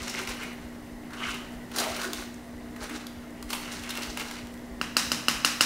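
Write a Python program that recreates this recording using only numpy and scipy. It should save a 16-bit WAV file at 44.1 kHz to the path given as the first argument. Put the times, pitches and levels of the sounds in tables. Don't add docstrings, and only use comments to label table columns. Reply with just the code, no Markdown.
import sys
import numpy as np
from scipy import signal
from scipy.fft import rfft, irfft, next_fast_len
from scipy.io import wavfile
from scipy.ndimage import map_coordinates

SR = 44100
rng = np.random.default_rng(int(sys.argv[2]) if len(sys.argv) > 2 else 0)


def transcribe(signal):
    frames = np.atleast_2d(signal).T
    limited = np.clip(frames, -1, 1)
    pcm = np.round(limited * 32767).astype(np.int16)
    wavfile.write(sys.argv[1], SR, pcm)


def volts_from_db(level):
    exponent = np.asarray(level, float) / 20
    return 10 ** exponent


N = 249492


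def unit(x):
    return x / np.sqrt(np.mean(x ** 2) + 1e-20)


def along(points, hz):
    f, v = np.transpose(points)
    return np.interp(np.log(hz + 1), np.log(f + 1), v)


def wobble(rate):
    knots = rng.standard_normal(int(N * rate / SR) + 4)
    return map_coordinates(knots, [np.arange(N) * rate / SR])


def filtered(x, response):
    m = next_fast_len(N + SR // 2)
    return irfft(rfft(x, m) * response(np.fft.rfftfreq(m, 1 / SR)), m)[..., :N]


def shaped_noise(spectrum):
    return unit(filtered(rng.standard_normal(N), lambda f: volts_from_db(along(spectrum, f)) * (f > 12)))


def body(modes):
    def response(f):
        total = 0
        for k, (centre, width, db) in enumerate(modes):
            damping = 1j * f * width
            total = total + (-1) ** k * volts_from_db(db) * damping / (centre ** 2 - f ** 2 + damping)
        return total
    return response


def struck(modes):
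    def response(f):
        total = 0
        for k, (centre, width, db) in enumerate(modes):
            total = total - (-1) ** k * volts_from_db(db) * body([(centre, width, 0)])(f) ** 2
        return total
    return response


def peak(hz, q, x):
    return signal.lfilter(*signal.iirpeak(hz, q, SR), x)


# pitch_hz, density_db
AIR_TONE = [(20, -11), (60, -15), (110, -14), (200, -12), (400, -16), (700, -18.5), (1000, -22.5),
            (1500, -33), (1950, -20), (2400, -35.5), (4000, -35.5), (8000, -39.5), (12000, -41.5),
            (16000, -45)]


def kitchen_air():
    return volts_from_db(-46.5 + 0.8 * wobble(4)) * shaped_noise(AIR_TONE)


# pitch_hz, level_db, flutter_db
MOTOR_HUM = [(58.4, -56.5, 3), (120.7, -65, 3.5), (180.5, -63, 5), (240.3, -42, 1.5), (300, -50.5, 3),
             (381, -61, 3.5), (666, -61.5, 2.5)]


def fridge():
    t = np.arange(N) / SR
    hum = np.zeros(N)
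    for hz, db, flutter_db in MOTOR_HUM:
        level = volts_from_db(db + 0.5 + flutter_db * wobble(25))
        phase = 0.086 * wobble(27) + 6 * rng.random()
        hum += level * np.sin(2 * np.pi * hz * t + phase)
    return hum


# start_s, level_db, pitch_hz, rise_s
PUSH_PAIR = [
    (.004, -39, 88, .017),
    (.278, -39.5, 60, .023),
]
# start_s, level_db, pitch_hz, rise_s
EXTRA_PUSH = (1, -47, 101, -3)


def thuds():
    beat_s, scatter_db = 0.632, 0.8
    out, t = np.zeros(N + SR), np.arange(SR // 6) / SR
    pushes = [(s + k * beat_s, *rest) for k in range(9) for s, *rest in PUSH_PAIR]
    for s, db, start_hz, rise_s in [*pushes, EXTRA_PUSH]:
        pitch_hz = 30 + (1.7 * start_hz - 30) * np.exp(-t / 0.02)
        swell = (t / rise_s) ** 2 * np.exp(2 - 2 * t / rise_s)
        level = volts_from_db(db + scatter_db * rng.standard_normal())
        push = level * swell * np.sin(2 * np.pi * np.cumsum(pitch_hz) / SR)
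        out[round(s * SR):][:len(t)] += push
    return out[:N]


# delay_s, level_db
NEAR_ECHOES = [(.0032, -20), (.0065, -17), (0.0094, -30), (0.016, -12.5), (0.029, -13.5)]
# pitch_hz, t60_s
REVERB_TIME = [(200, 1), (530, 0.68), (1400, 0.7), (3700, 0.68), (9700, 0.53), (15000, 0.74)]


def room(x, delay_s=0.005):
    out, hop = np.zeros(N + 2 * SR), SR // 3
    for start in range(0, N, hop):
        hz, t, z = signal.stft(rng.standard_normal(SR * 3 // 4), SR, nperseg=256)
        decay = volts_from_db(-60 * t / along(REVERB_TIME, hz)[:, None])
        tail = signal.istft(z * decay, SR, nperseg=256)[1]
        tail = tail * np.clip(np.arange(len(tail)) / (delay_s * SR), 0, 1) ** 2
        answer = volts_from_db(0.5) * tail / np.linalg.norm(tail)
        for s, db in NEAR_ECHOES:
            answer[round(s * SR)] += volts_from_db(db)
        wet = signal.fftconvolve(x[start:start + hop], answer)
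        out[start:start + len(wet)] += wet
    return out[:N]


# start_s, level_db, pitch_hz, t60_s
SHAKEN_MODES = [(.19, -41, 370, 0.22), (.41, -38, 2240, 0.33), (1.199, -36, 1300, 0.33),
                (1.17, -43.5, 2930, .6), (1.28, -38.5, 2900, 0.49), (.08, -40, 5500, 0.36),
                (.27, -41, 5600, 0.27), (1.33, -37.5, 370, 0.17), (1.8, -33, 668, 0.66),
                (1.8, -35, 370, 0.24), (2.054, -35.5, 353, 0.36), (2.901, -33, 290, 0.18),
                (3.53, -38, 930, 0.23)]


def landings():
    out, t = np.zeros(N + SR), np.arange(SR // 2) / SR
    for s, db, hz, t60 in SHAKEN_MODES:
        shake = unit(peak(hz, 9, rng.standard_normal(len(t))))
        envelope = volts_from_db(db - 60 * t / t60) * (1 - np.exp(-t / 0.0063))
        out[round(s * SR):][:len(t)] += envelope * shake
    return out[:N]


# start_s, level_db, pitch_hz, knock_db
GRITTY_CONTACTS = [(0.0375, -31, 2020, -3), (0.0954, -22, 5440, -8), (0.1386, -31, 2100, -1),
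                   (0.288, -21, 2580, -13), (0.431, -23, 1920, -27), (1.105, -35, 1840, 1),
                   (1.132, -33, 3500, 1.5), (1.2124, -37, 2200, -9), (1.3417, -23.5, 2930, -4),
                   (1.714, -27.5, 2910, -7), (1.7597, -19.5, 6170, -3), (1.7837, -9.5, 3600, -12),
                   (1.7966, -15.5, 5950, -22), (1.963, -16.5, 1940, -27.5), (2.014, -18, 2430, -16),
                   (2.049, -20, 2064, -13), (2.761, -28.5, 1890, -5), (2.814, -40, 2610, -8),
                   (2.894, -22, 2080, -10), (3.502, -18.5, 4330, -7), (3.5287, -12, 2830, -12.5),
                   (3.7239, -29, 2900, -9), (3.891, -23, 5000, -7), (3.903, -16.5, 3840, -24),
                   (4.03, -24, 4300, -15), (4.196, -17.5, 2060, -13)]
# start_s,
# level_db, pitch_hz, knock_db
SHARP_SNAPS = [(0.079, -23, 5540, -17), (0.19, -21.5, 2680, -4), (0.216, -24, 2850, -2),
               (0.2735, -15, 2600, -12), (0.53, -29, 2510, -13), (1.4464, -39.5, 2770, -11),
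               (1.5197, -33, 2750, -16), (2.132, -10.5, 4140, -21), (3.0674, -21, 4400, -13),
               (3.426, -23, 4280, -7), (3.7956, -27, 3230, -24), (3.835, -20, 2620, -13),
               (3.9526, -18, 2690, -13), (3.9727, -12.5, 2980, -14), (4.1728, -12, 2650, -11),
               (4.311, -22.5, 3600, -2.5), (0.687, -44, 8000, -20), (2.342, -35, 7000, -16),
               (3.305, -42, 6500, -25), (4.47, -31.5, 4500, -20), (4.54, -37, 7000, -18),
               (4.575, -34, 3440, -20)]


def ticks():
    out, t = np.zeros(N + SR), np.arange(SR // 12) / SR
    for contacts, swell_s in [(GRITTY_CONTACTS, 0.0028), (SHARP_SNAPS, 0.0011)]:
        swell = t / swell_s * np.exp(1 - t / swell_s)
        for s, db, hz, knock_db in contacts:
            mesh_grit, spoon_grit = rng.standard_normal((2, len(t))) * swell
            ring = 2.3 * peak(hz, 2.2, mesh_grit)
            sizzle = 0.48 * peak(7500, 0.9, mesh_grit)
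            knock = volts_from_db(knock_db + 16) * peak(1100, 1.5, spoon_grit)
            out[round(s * SR):][:len(t)] += volts_from_db(db - 13.0) * (ring + sizzle + knock)
    return out[:N]


def chatter(rate, spread_db, smooth):
    size_db = spread_db * np.minimum(rng.exponential(size=N), 3.5)
    clicks = (rng.random(N) < rate / SR) * volts_from_db(size_db) * rng.choice([-1, 1], N)
    return unit(clicks) + smooth * rng.standard_normal(N)


# pitch_hz, width_hz, level_db
SPOON_BELLY = [(1052, 120, -1.5), (1300, 370, -1), (1640, 360, -0.5)]
# pitch_hz, width_hz, level_db
SPOON_LIP = [(2080, 330, -2.5), (2620, 200, -3), (2900, 330, -4)]
# pitch_hz, width_hz, level_db
STRAINER_BOWL = [(370, 119, 5), (668, 69, 2), (832, 680, 0)]
# pitch_hz, width_hz, level_db
MESH_WIRES = [(3890, 960, 9), (6080, 750, 8.5), (6870, 2500, 3.5)]
# pitch_hz, width_hz, level_db
WIRE_FIZZ = [(8800, 1700, 7), (11930, 5100, 5.5), (13600, 5400, 4.5)]
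# start_s, hold_s, rasp_db, brightness_db, lip_over_belly_db
SPOON_DRAGS = [(0.0, 0.1, -39.5, 2.5, 1.5), (0.143, .06, -35, 0.6, 1.5), (0.283, 0.02, -36, 3, 1.5),
               (0.407, .015, -35.5, -0.5, 0.5), (1.134, .04, -41.5, -2, -3), (1.2, 0.076, -37, -2.5, 0),
               (1.273, 0.029, -34.5, 0.7, 1), (1.746, .015, -35, 3.5, 0), (1.774, 0.015, -27, 5, -.6),
               (1.88, 0.085, -38, 2, 1.5), (1.997, 0.046, -38, 4.5, -4), (2.051, 0.014, -37, 4, -1),
               (2.143, 0.047, -41.5, 6.5, 3.5), (2.813, .02, -37.5, 2, -1), (2.915, 0.026, -38, 1.5, -0.5),
               (3.506, 0.057, -41.5, 8, 3), (3.61, 0.1, -41, -2, 1.5), (3.721, .03, -40.5, 5.5, -.6),
               (3.77, 0.089, -40.5, 2.1, 2.2), (3.896, .02, -37, -2.5, 1.8), (3.96, 0.053, -39, 0, 2.5),
               (4.022, 0.049, -40.5, 4.5, 2.2), (4.176, 0.03, -35.5, 2.5, 1.5),
               (4.254, 0.075, -41.5, 4, 0.5)]
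LIFT_FADE = [169, 146, 132, 171, 190]
PART_LEVEL = [-2.5, -3, -6.5, -5, -16.5]
CREEP_LEVEL = [-58, -60, -58, -66, -68]


def strokes():
    press_db_per_s, settled_s = 694, 4.8
    tumble_db, tumble_db_per_s = -11.5, 63
    clump_db = 2.4
    start, hold, rasp_db, bright_db, lip_db = np.transpose(SPOON_DRAGS)[:, :, None]
    t = np.arange(N) / SR
    early, late = np.maximum(start - t, 0), np.maximum(t - start - hold, 0)
    bumps = volts_from_db(1.6 * wobble(30) + 1.6 * wobble(90))
    colours = [-lip_db, lip_db, 0.35 * bright_db, bright_db, 1.73 * bright_db]
    out = 0
    for k, modes in enumerate([SPOON_BELLY, SPOON_LIP, STRAINER_BOWL, MESH_WIRES, WIRE_FIZZ]):
        fade_db = np.maximum(-LIFT_FADE[k] * late, tumble_db - tumble_db_per_s * late)
        peak_db = rasp_db + colours[k] + PART_LEVEL[k]
        drag_db = (peak_db - press_db_per_s * early + fade_db).max(axis=0)
        level = np.hypot(volts_from_db(drag_db), volts_from_db(CREEP_LEVEL[k]) * (t < settled_s))
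        centre = np.mean(modes, 0)[0]
        skirt = body([(centre, 0.63 * centre, 0)])
        jolts = bumps * volts_from_db(clump_db * wobble(45)) * chatter(900, spread_db=4.5, smooth=0.62)
        ringing = filtered(jolts, lambda f: body(modes)(f) * skirt(f))
        out = out + level * volts_from_db(-3.5) * unit(ringing)
    return out


def moved(modes, lift_db=0):
    detune, scatter_db = 0.012, 1.2
    out = []
    for k, (centre, width, db) in enumerate(modes):
        a, b = rng.standard_normal(2)
        out.append((centre * (1 + detune * a), width, db + scatter_db * b + lift_db * (k - 0.5)))
    return out


# start_s, level_db, spoon_db, rim_treble_db, counter_thud_db
RIM_RAPS = [
    (4.813, -14.5, 3, -1.5, 5.5),
    (4.967, -4.5, -0.5, 3, -2),
    (5.117, -8, -1, 1, 0.5),
    (5.283, -3.5, -0.5, -1, -1.5),
    (5.447, -3.5, 0, 1.5, -3),
    (5.608, -1.5, -0.5, 2, -3),
]
# pitch_hz, width_hz, level_db
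SPOON_WOOD = [(1335, 560, -2), (2816, 370, 1.5)]
# pitch_hz, width_hz, level_db
STEEL_RIM = [(4200, 520, -4.5), (5040, 440, -2), (5950, 330, -11), (6990, 400, -13)]
# pitch_hz, width_hz, level_db
COUNTER_STAND = [(171, 78, -14.5), (290, 80, -13), (545, 110, -17)]
# pitch_hz, density_db
RAP_TO_WALLS = [(410, -52), (700, -10), (1270, -1), (2310, -5.5), (2870, 0.5), (3450, -10.5), (3870, -3),
                (4470, -8.5), (5020, -2.5), (5940, -5.5), (6590, -8.5), (9980, -14), (15500, -25.5)]


def raps():
    to_tip_db_per_s = 6
    wood, steel, thud, jangle, tones = np.zeros((5, N))
    t = np.arange(SR // 30) / SR
    fade = volts_from_db(-60 * t / 0.042) * (1 - np.exp(-t / 0.00044))
    middle_s = np.mean(RIM_RAPS, 0)[0]
    for s, db, wood_db, steel_db, thud_db in RIM_RAPS:
        i = round((s + 0.00032) * SR)
        wood[i] = volts_from_db(db + wood_db + 25)
        steel[i + round(0.0005 * SR)] = volts_from_db(db + steel_db + 23.5)
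        steel[i - round(0.003 * SR)] = volts_from_db(db - 8)
        thud[i] = volts_from_db(db + thud_db + 32.0)
        jangle[i:i + len(t)] = volts_from_db(db + steel_db - 13.0) * fade * rng.standard_normal(len(t))
        here = np.abs(np.arange(N) - i) < SR // 20
        spoon_modes = moved(SPOON_WOOD, to_tip_db_per_s * (s - middle_s))
        tones = tones + filtered(wood * here, struck(spoon_modes))
        tones = tones + filtered(steel * here, struck(moved(STEEL_RIM)))
    counter = filtered(thud, body(COUNTER_STAND))
    loose_wires = filtered(jangle, body([(7700, 4400, 0)]))
    low = filtered(wood, lambda f: volts_from_db(along(RAP_TO_WALLS, f) - 5.5) * (f < 3450))
    high = filtered(steel, lambda f: volts_from_db(along(RAP_TO_WALLS, f) - 4.5) * (f >= 3450))
    return tones + counter + loose_wires, low + high + volts_from_db(-2.5) * counter


def scene():
    background = kitchen_air() + fridge() + thuds()
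    hands = landings() + ticks() + strokes()
    rim, rim_to_walls = raps()
    mono = background + hands + rim + room(volts_from_db(-5.0) * hands + rim_to_walls)
    return np.array([mono, mono])


# pitch_hz, density_db
INPUT_HISS = [(20, 20.5), (60, 17), (200, -2.5), (500, -2), (2000, -8.5), (4000, -4), (10000, -7),
              (15000, -5.5)]


def channel_hiss():
    return volts_from_db(-66) * shaped_noise(INPUT_HISS)


def band_limit(x):
    return signal.sosfilt(signal.butter(12, 16630, fs=SR, output="sos"), x)


def record(dry):
    squashed = dry / (1 + np.abs(dry / 0.85) ** 4) ** (1 / 4)
    faint_copy = volts_from_db(-43) * np.roll(squashed[0], round(0.0004 * SR))
    side = channel_hiss() + faint_copy
    limited = filtered(squashed + [side, -side], lambda f: np.where(f < 15750, 1, volts_from_db(-38)))
    return band_limit(limited)


dry = scene()
out = record(dry)
transcribe(out)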